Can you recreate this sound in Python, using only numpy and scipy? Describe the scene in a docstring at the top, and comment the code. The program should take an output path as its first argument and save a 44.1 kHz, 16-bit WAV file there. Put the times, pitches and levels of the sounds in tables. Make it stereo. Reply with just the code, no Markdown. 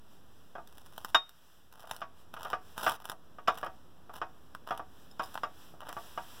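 """Throughout, a soft hiss swells and fades again and again over a quiet kitchen, whose low background slowly grows.
From half a second on, a china plate knocks on the table: a blunt push, ringing modes and scattered reflections.
Soon a table knife spreads butter on dry toast: strokes crunch as clumps of tiny fractures and snap crumbs.
The pressure rocks the plate, and from about one second on the blade at times touches the china: a tick with rings.
Two microphone openings pick it all up, and loud treble turns the gain down for a while."""
import sys
import numpy as np
from scipy import signal
from scipy.fft import rfft, irfft
from scipy.io import wavfile

SR = 44100
rng = np.random.default_rng(int(sys.argv[2]) if len(sys.argv) > 2 else 0)


def transcribe(u):
    """Save the signal u as a 16-bit wav file named by the first command-line argument.

    u: samples, shape (n,) or (channels, n), limited to [-1, 1]; the rate is SR.
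    q: integer samples, one column per channel.
    """
    v = np.clip(np.atleast_2d(u).T, -1, 1)
    q = np.round(v * 32767).astype(np.int16)
    wavfile.write(sys.argv[1], SR, q)


N = 282240

# Levels in the tables are relative: the functions may add a gain for each layer.
# The plate knocks on the table: t/s, level/dB, hardness (treble against body)/dB
PLATE_KNOCKS = [(0.552, -25.5, -34), (0.581, -27.5, -41), (1.145, 0, -18), (1.839, -30.5, -34),
                (2.016, -18, -23), (2.364, -27, -21), (2.453, -21.5, -29), (2.53, -13, -28),
                (2.864, -6.5, -22.5), (2.876, -15, -19), (3.126, -33, -44), (3.384, -29.5, -29),
                (3.474, -11.5, -6), (3.481, -6.5, -32), (3.629, -16.5, -33), (3.662, -21, -32),
                (4.094, -29.5, -36), (4.215, -16, -30.5), (4.707, -13.5, -34), (4.794, -22.5, -39.5),
                (5.195, -13.5, -29), (5.433, -14, -30), (5.738, -41, -62), (5.82, -31.5, -37),
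                (5.888, -24, -28), (5.966, -20.5, -36), (6.175, -17.5, -29.5)]
# The blade touches the china: t/s, level/dB, damping of the long rings by the pressing blade/dB
BLADE_TOUCHES = [(1.148, -16.5, -5), (3.48, -25, -28), (5.113, -41, -30), (5.194, -37, -22),
                 (5.238, -31.5, -34), (5.434, -35.5, -28)]
# Large crumbs snap under the blade: t/s, level/dB, toast body against the snap/dB
LARGE_CRUMBS = [(0.6739, -38, -22), (0.7815, -36, -2), (0.979, -26.5, -1), (1.047, -23, 1.5),
                (1.2928, -26, -36), (1.7253, -33.5, -6), (1.8043, -34.5, -21), (1.9113, -18.5, 8),
                (1.9638, -27.5, -19), (2.3396, -34, 11), (2.431, -28, -8), (2.5013, -31, 8.5),
                (2.7786, -22.5, 2), (2.8955, -17.5, -23), (2.955, -37.5, 7), (3.0541, -25.5, 1.5),
                (3.0971, -20, 3), (3.1168, -29, 3), (3.5767, -30.5, 6), (3.5857, -33.5, 0),
                (4.1647, -36, -5.5), (4.5489, -33.5, 10), (4.6738, -33, 3), (4.776, -32, 3),
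                (5.3427, -30.5, -15), (5.354, -35.5, 15), (5.3758, -39, 20.5), (5.805, -39.5, 10.5),
                (5.89, -28, -15), (5.9274, -29, 2.5)]
# Strokes of the blade: start t/s, build-up length/s, easing length/s,
# crunch level at the hardest press/dB, toast body against the crunch/dB
BLADE_STROKES = [(0.675, 0.41, .07, -58, -6), (1.719, 0.2, 0.1, -51.5, 2), (2.331, 0.11, 0.12, -55.5, 7),
                 (2.768, 0.079, 0.12, -40, 1.5), (2.98, 0.13, 0.024, -54.5, 4),
                 (3.511, 0.072, 0.097, -54.5, 2), (4.134, 0.0208, 0.051, -51, 3),
                 (4.669, 0.017, 0.11, -57.5, 11), (5.215, 0.018, 0.12, -54.5, 0),
                 (5.803, 0.084, 0.036, -59.5, 11)]
# Soft swells of hiss: t at the top/s, length/s, level/dB
HISS_SWELLS = [(0.13, 0.21, -66), (0.402, 0.51, -68.5), (1.02, 1, -67), (1.43, 0.71, -56.5),
               (2.2, 0.12, -63.5), (2.703, 0.23, -60), (3.75, .3, -70.5), (4.45, 0.47, -72),
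               (5.013, 0.34, -63), (5.32, 0.36, -58), (5.631, 0.31, -57.5), (6.046, 0.4, -54),
               (6.385, 0.72, -53)]
# Modes of the plate on the table: f/Hz, level/dB, time to fall by 60 dB/s
PLATE_MODES = [(327.6, -17, 0.18), (441, -17.5, 0.25), (583, -15, 0.13), (665, -3, 0.16), (742, -4.5, 0.21),
               (858, -3, 0.09), (941, -4.5, 0.17), (1132, -0.5, 0.16), (1195.5, 6.5, 0.069),
               (1298, 0.5, 0.083), (1458, -1, 0.1), (1577, 0, 0.052), (1640, -3, 0.096), (1895, -3, .11),
               (2150, -15.5, .1), (2495, -5.5, 0.14), (2823, -5, 0.074), (3025, -3, 0.052),
               (3400, -9, 0.072)]
# Rings of the china, each a cluster of close modes:
# f/Hz, level/dB, time to fall by 60 dB/s, spread/share of the pitch
CHINA_RINGS = [(3712, 2, .22, 0), (5200, -9, .07, .025), (7100, -12, .1, .008), (9400, -18, .05, .02),
               (11500, -18, .07, .02), (14300, -19, .08, .04)]
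# Spectrum of a plate knock: f/Hz, level/dB
THUD_SPECTRUM = [(20, -73), (100, -16), (330, -15), (500, -6), (700, 3), (1000, -6), (1250, 3), (1700, -3),
                 (2200, -3.5), (3200, -11.5), (4200, -19.5), (5300, -16.5), (8000, -36.5), (16000, -47)]
# Spectrum of a breaking crumb, also used for steel on china: f/Hz, level/dB
CRUMB_SPECTRUM = [(200, -20.5), (1000, 1), (2200, -4), (3200, 2), (4200, 0), (5500, -2.5), (8000, -6.5),
                  (10000, -2), (11500, -5.5), (16000, -4.5)]
# Spectrum of the sound that comes through the slice of toast: f/Hz, level/dB
TOAST_SPECTRUM = [(20, -40.5), (80, -10), (200, -5.5), (400, -8), (650, -1), (900, 9), (1150, 3.5),
                  (1500, 2), (2200, -6.5), (3200, -3.5), (4200, -12), (8000, -24.5), (16000, -42)]
# Spectrum of the soft hiss: f/Hz, level/dB
HISS_SPECTRUM = [(100, -5), (400, -7.5), (1000, 1), (2000, -1), (3300, -1), (5500, -5), (8000, -8.5),
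                 (12000, -8.5), (16000, -9)]
# Spectrum of the quiet kitchen: f/Hz, level/dB
KITCHEN_SPECTRUM = [(20, -32.5), (45, -10.5), (68, 1.5), (100, -3.5), (160, -2), (260, -5), (500, -11),
                    (1200, -16), (2200, -24), (4000, -29.5), (16000, -66)]
# How alike steady noise is at the two microphone openings (ports): f/Hz, likeness/share
PORT_LIKENESS = [(30, 0.12), (150, 0.049), (400, 0.22), (800, 0.8), (2000, 0.96), (16000, 0.69)]
# Left port against the right: f/Hz, level/dB
PORT_BALANCE = [(40, 17), (130, 1), (1500, 0.5), (2200, -1), (3200, -1), (4400, -1), (5500, -1.5),
                (7000, -2.5), (9500, -2.5), (12000, -6.5), (16000, -7)]
# How far the right port leads the left: f/Hz, phase/rad
PORT_LEAD = [(0, 0), (1200, 0), (1550, .7), (2170, np.pi), (16400, 43.3)]

EDGE_HZ = 15950  # top of the band
# A light or soft knock is mostly a blunt push, a strong one more of a clack:
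# dB for each dB away from the usual knock
USUAL_KNOCK_DB, BLUNT_PER_LEVEL, BLUNT_PER_HARDNESS, CLACK_PER_LEVEL = -24, -.02, -.25, 0.121
# The press builds from the touch and eases before the blade lifts: dB against the hardest press
TOUCH_DB, LIFT_DB = -9, -8.5
# Small crumbs: how many a second, their level over the crunch, and its scatter
CRUMBS_PER_S, CRUMB_OVER_DB, CRUMB_SCATTER_DB = 22, 17, 3
# The hiss between the swells, and how far a swell has fallen at its ends
HISS_REST_DB, SWELL_ENDS_DB = -69, -16
# A snap: its small cracks against the main one (share), and how fast they die (s)
CRUMBLE, CRUMBLE_S = 1.7, .0012


def gain_of(db):
    """Turns decibels into an amplitude."""
    return 10 ** (np.asarray(db) / 20)


def unit(x):
    """Scales a sound to an energy of one."""
    return x / np.sqrt(np.sum(x ** 2, -1, keepdims=True) + 1e-20)


def read(points, hz):
    """Reads a table between its points, on a log-frequency axis."""
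    f, value = np.transpose(points)
    return np.interp(np.log(hz + 1), np.log(f + 1), value)


def add(mix, s, sound):
    """Mixes a sound in at s seconds."""
    part = mix[..., round(s * SR):][..., :sound.shape[-1]]
    part += sound[..., :part.shape[-1]]


def through(x, response):
    """Sends a sound through a response (convolution in time) and keeps its length."""
    return signal.fftconvolve(np.atleast_2d(x), np.atleast_2d(response), axes=1)[:, :x.shape[-1]]


def tilt(hz, hardness_db, clack_db, bass_share=0.32):
    """A harder blow gives more treble and less bass; a clack favours the middle modes over the low ones."""
    hard = read([(150, -bass_share), (1100, 0.019), (2900, 0.42)], hz)
    clack = read([(780, -1.1), (1150, 0.77), (1900, -0.12), (2900, 0.58)], hz)
    return hardness_db * hard + clack_db * clack


def click(spectrum, tilt_db=0, clack_db=0, size=4096):
    """A click with a given spectrum and hardness, whose energy comes as early as it can."""
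    hz = abs(np.fft.fftfreq(size, 1 / SR))
    log_gain = np.log(gain_of(read(spectrum, hz) + tilt(hz, tilt_db, clack_db)))
    # the phase that belongs to this gain lets nothing sound before the blow (minimum phase)
    gain_and_phase = np.exp(np.conj(signal.hilbert(log_gain)))
    return unit(np.fft.ifft(gain_and_phase).real[:size // 2])


def tail(t60, apart, bass_apart=2.4, bass_hz=260, size=13000):
    """Dying scatter of reflections, partly different at each port, most of all in the bass."""
    t = np.arange(size) / SR
    shared, side = rng.standard_normal((2, size))
    bass_filter = signal.butter(3, bass_hz, fs=SR, output="sos")
    side = apart * side + bass_apart * signal.sosfilt(bass_filter, side)
    fade = gain_of(-60 * t / t60) * (1 - np.exp(-t / 0.00057))
    return unit((shared + np.array([side, -side])) * fade)


def air(spectrum):
    """Steady noise with an rms of one, whose bass differs between the ports."""
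    hz = np.fft.rfftfreq(N, 1 / SR)
    a, b = rfft(rng.standard_normal((2, N)))
    same = np.clip(read(PORT_LIKENESS, hz), -1, 1)
    ports = np.array([a, same * a + np.sqrt(1 - same ** 2) * b])
    noise = irfft(ports * gain_of(read(spectrum, hz)), N)
    return noise / noise.std()


def kitchen(level_db=-61, rise_db=3):
    """The quiet kitchen: mostly low, steady noise whose level climbs evenly in dB."""
    t = np.arange(N) / SR
    return gain_of(level_db + rise_db * t / t[-1]) * air(KITCHEN_SPECTRUM)


def hiss():
    """A faint steady hiss with smooth swells that all share one arch."""
    t = np.arange(N) / SR
    power = gain_of(HISS_REST_DB) ** 2
    for top, length, level_db in HISS_SWELLS:
        arch_db = SWELL_ENDS_DB * (2 * (t - top) / length) ** 2
        power = power + gain_of(level_db + arch_db) ** 2
    return np.sqrt(power) * air(HISS_SPECTRUM)


def knocks(push_db=2.5, push_tilt_db=-6, ring_db=10.5, scatter_db=7, scatter_t60=0.11, room_db=-6,
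           usual_hardness_db=-19, spot_db=2, detune=0.018, lag_s=0.0015, size=13000):
    """The foot of the plate hits the table: a blunt push, the plate's modes, and scatter from the table top."""
    out, t = np.zeros((2, N)), np.arange(size) / SR
    hz, mode_db, t60 = np.transpose(PLATE_MODES)[:, :, None]
    for s, level_db, hardness_db in PLATE_KNOCKS:
        stronger_db = level_db - USUAL_KNOCK_DB
        harder_db = hardness_db - usual_hardness_db
        tilt_db, clack_db = 1.39 * harder_db, CLACK_PER_LEVEL * stronger_db
        blunt_db = BLUNT_PER_LEVEL * stronger_db + BLUNT_PER_HARDNESS * harder_db
        # the spot that lands and the grip of the hand weight and bend the modes anew each time
        spot, bend, turn = rng.standard_normal((3, len(PLATE_MODES), 1))
        heights = gain_of(mode_db + spot_db * spot + tilt(hz, tilt_db, clack_db) - 60 * t / t60)
        waves = np.sin(2 * np.pi * (hz * (1 + detune * bend) * t + turn))
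        ring = unit((heights * waves).sum(0) * (1 - np.exp(-t / 0.002)))
        scatter = gain_of(scatter_db) * tail(scatter_t60, 0.38) + gain_of(room_db) * tail(0.43, 0.34)
        scattered = through(scatter, click(THUD_SPECTRUM, tilt_db, clack_db))
        push = click(THUD_SPECTRUM, tilt_db + push_tilt_db, clack_db)
        add(out, s + lag_s, gain_of(level_db) * (scattered + gain_of(ring_db) * ring))
        add(out, s + lag_s, gain_of(level_db + push_db + blunt_db) * push)
    return out


def clinks(tick_db=3, splash_db=0, splash_t60=0.064, count=7):
    """Steel on china: a hard tick, a short splash, one clear ring and rough clusters above it."""
    out, t = np.zeros((2, N)), np.arange(SR // 3) / SR
    for s, level_db, damping_db in BLADE_TOUCHES:
        add(out, s, gain_of(level_db + tick_db) * click(CRUMB_SPECTRUM))
        splash = through(tail(splash_t60, .4), click(CRUMB_SPECTRUM))
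        add(out, s, gain_of(level_db + splash_db) * splash)
        for hz, db, t60, spread in CHINA_RINGS:
            # the pressing blade damps the long rings, not the short ones
            long_ring = np.interp(t60, [.07, .2], [0, 1])
            pitches = hz * (1 + spread * rng.uniform(-1.7, 1, (count, 1)))
            cluster = np.sin(2 * np.pi * pitches * t).mean(0)
            add(out, s, gain_of(level_db + db + damping_db * long_ring - 60 * t / t60) * cluster)
    return out


def press(since_s, build_s, ease_s):
    """How hard the blade presses during a stroke, in dB against its hardest."""
    return np.interp(since_s, [0, build_s, build_s + ease_s], [TOUCH_DB, 0, LIFT_DB])


def small_crumbs(count=16):
    """Snaps at random moments of each stroke that follow the press; rows as for the large crumbs."""
    rows = []
    for start, build_s, ease_s, level_db, toast_db in BLADE_STROKES:
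        since_s = (np.arange(count) + rng.random(count)) / CRUMBS_PER_S
        size_db, colour_db = CRUMB_SCATTER_DB * rng.standard_normal((2, count))
        snap_db = level_db + press(since_s, build_s, ease_s) + CRUMB_OVER_DB + size_db
        crumbs = np.transpose([start + since_s, snap_db, toast_db + colour_db])
        rows += list(crumbs[since_s < build_s + ease_s])
    return rows


def snaps(snap_db=10, body_db=8, build_s=0.00079, body_crumble=0.62, lag_s=.0012, size=600):
    """A crumb gives way: small cracks build up to one sharp snap and die out again, jolting the slice."""
    cracks, jolts = np.zeros(N), np.zeros(N)
    t = (np.arange(size) - size // 2) / SR  # zero at the main snap
    for s, level_db, toast_db in [*LARGE_CRUMBS, *small_crumbs()]:
        swell = np.exp(np.minimum(t / build_s, -t / CRUMBLE_S))
        small_cracks = unit(rng.standard_normal(size) ** 3 * swell)
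        begin = s + lag_s + t[0]
        add(cracks, begin, gain_of(level_db) * unit((t == 0) + CRUMBLE * small_cracks))
        add(jolts, begin, gain_of(level_db + toast_db) * unit((t == 0) + body_crumble * small_cracks))
    direct = gain_of(snap_db) * through(cracks, click(CRUMB_SPECTRUM))
    return direct + gain_of(body_db) * through(jolts, click(TOAST_SPECTRUM))


def scrape(crunch_db=0, body_db=1, grains_per_s=3500, thinning=.9, spread_db=5.0, clump_db=4.5,
           clump_s=.003, edge_s=0.016):
    """The blade drags over the crust: tiny fractures in clumps, heard directly and through the slice."""
    t, crunch, body = np.arange(N) / SR, np.zeros(N), np.zeros(N)
    for start, build_s, ease_s, level_db, toast_db in BLADE_STROKES:
        since_s = t - start
        contact = np.clip(np.minimum(since_s, build_s + ease_s - since_s) / edge_s + .5, 0, 1)
        force = contact * gain_of(level_db + press(since_s, build_s, ease_s))
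        crunch += force
        body += force * gain_of(toast_db)
    clumps = np.interp(t / clump_s, np.arange(N), np.clip(rng.standard_normal(N), -2, 2))
    sizes = gain_of(spread_db * np.minimum(rng.exponential(1, N), 3) + clump_db * clumps)
    # a light touch breaks single crumbs, a hard one many at once
    busy = np.maximum(crunch / crunch.max(), .012) ** thinning
    chance = busy * grains_per_s / SR
    fractures = sizes * rng.choice([-1, 1], N) * (rng.random(N) < chance)
    # even out the power, so that how many break does not change the average level
    grains = fractures / np.sqrt(chance * np.mean(sizes ** 2))
    direct = gain_of(crunch_db) * through(crunch * grains, click(CRUMB_SPECTRUM))
    return direct + gain_of(body_db) * through(body * grains, click(TOAST_SPECTRUM))


def scene(near_db=-9, room_db=-18, hiss_db=1):
    """Toast and china with their reflections, the knocking plate, the kitchen and the hiss."""
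    background = kitchen() + gain_of(hiss_db) * hiss()
    reflections = gain_of(near_db) * tail(0.077, 0.5) + gain_of(room_db) * tail(0.16, 0.43)
    plate = knocks()
    close = clinks() + scrape() + snaps()
    return close + through(close, reflections) + plate + background


def gain_control(x):
    """Loud treble turns the gain down, and it creeps back up."""
    threshold_db, slope, recovery_db_per_s, attack_s = -42, .62, 10, .035
    treble = signal.sosfilt(signal.butter(4, 3400, "high", fs=SR, output="sos"), x)
    r = np.exp(-1 / (attack_s * SR))
    power = signal.lfilter([1 - r], [1, -r], (treble ** 2).mean(0))
    power_db = 10 * np.log10(power + 1e-12)
    wanted_cut_db = slope * np.maximum(power_db - threshold_db, 0)
    # hold the deepest cut so far, less what has crept back since
    creep = np.arange(N) * recovery_db_per_s / SR
    cut_db = np.maximum.accumulate(wanted_cut_db + creep) - creep
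    return x * gain_of(-signal.lfilter([1 - r], [1, -r], cut_db))


def record(dry, offset_db=-43.0):
    """The ports shift and tilt the treble, the left gets a small offset; then gain control and band limit."""
    hz = np.fft.rfftfreq(N, 1 / SR)
    # each port takes half of the level and phase difference
    half_lead = np.exp(-.5j * np.interp(hz, *np.transpose(PORT_LEAD)))
    half = gain_of(read(PORT_BALANCE, hz) / 2) * half_lead
    ports = irfft(rfft(dry) * np.array([half, 1 / half]), N)
    ports[0] += gain_of(offset_db)
    low_pass = signal.firwin(401, EDGE_HZ, window=("kaiser", 8), fs=SR)
    return signal.oaconvolve(gain_control(ports), low_pass[None], "same", axes=1)


dry = scene()
out = record(dry)
transcribe(out)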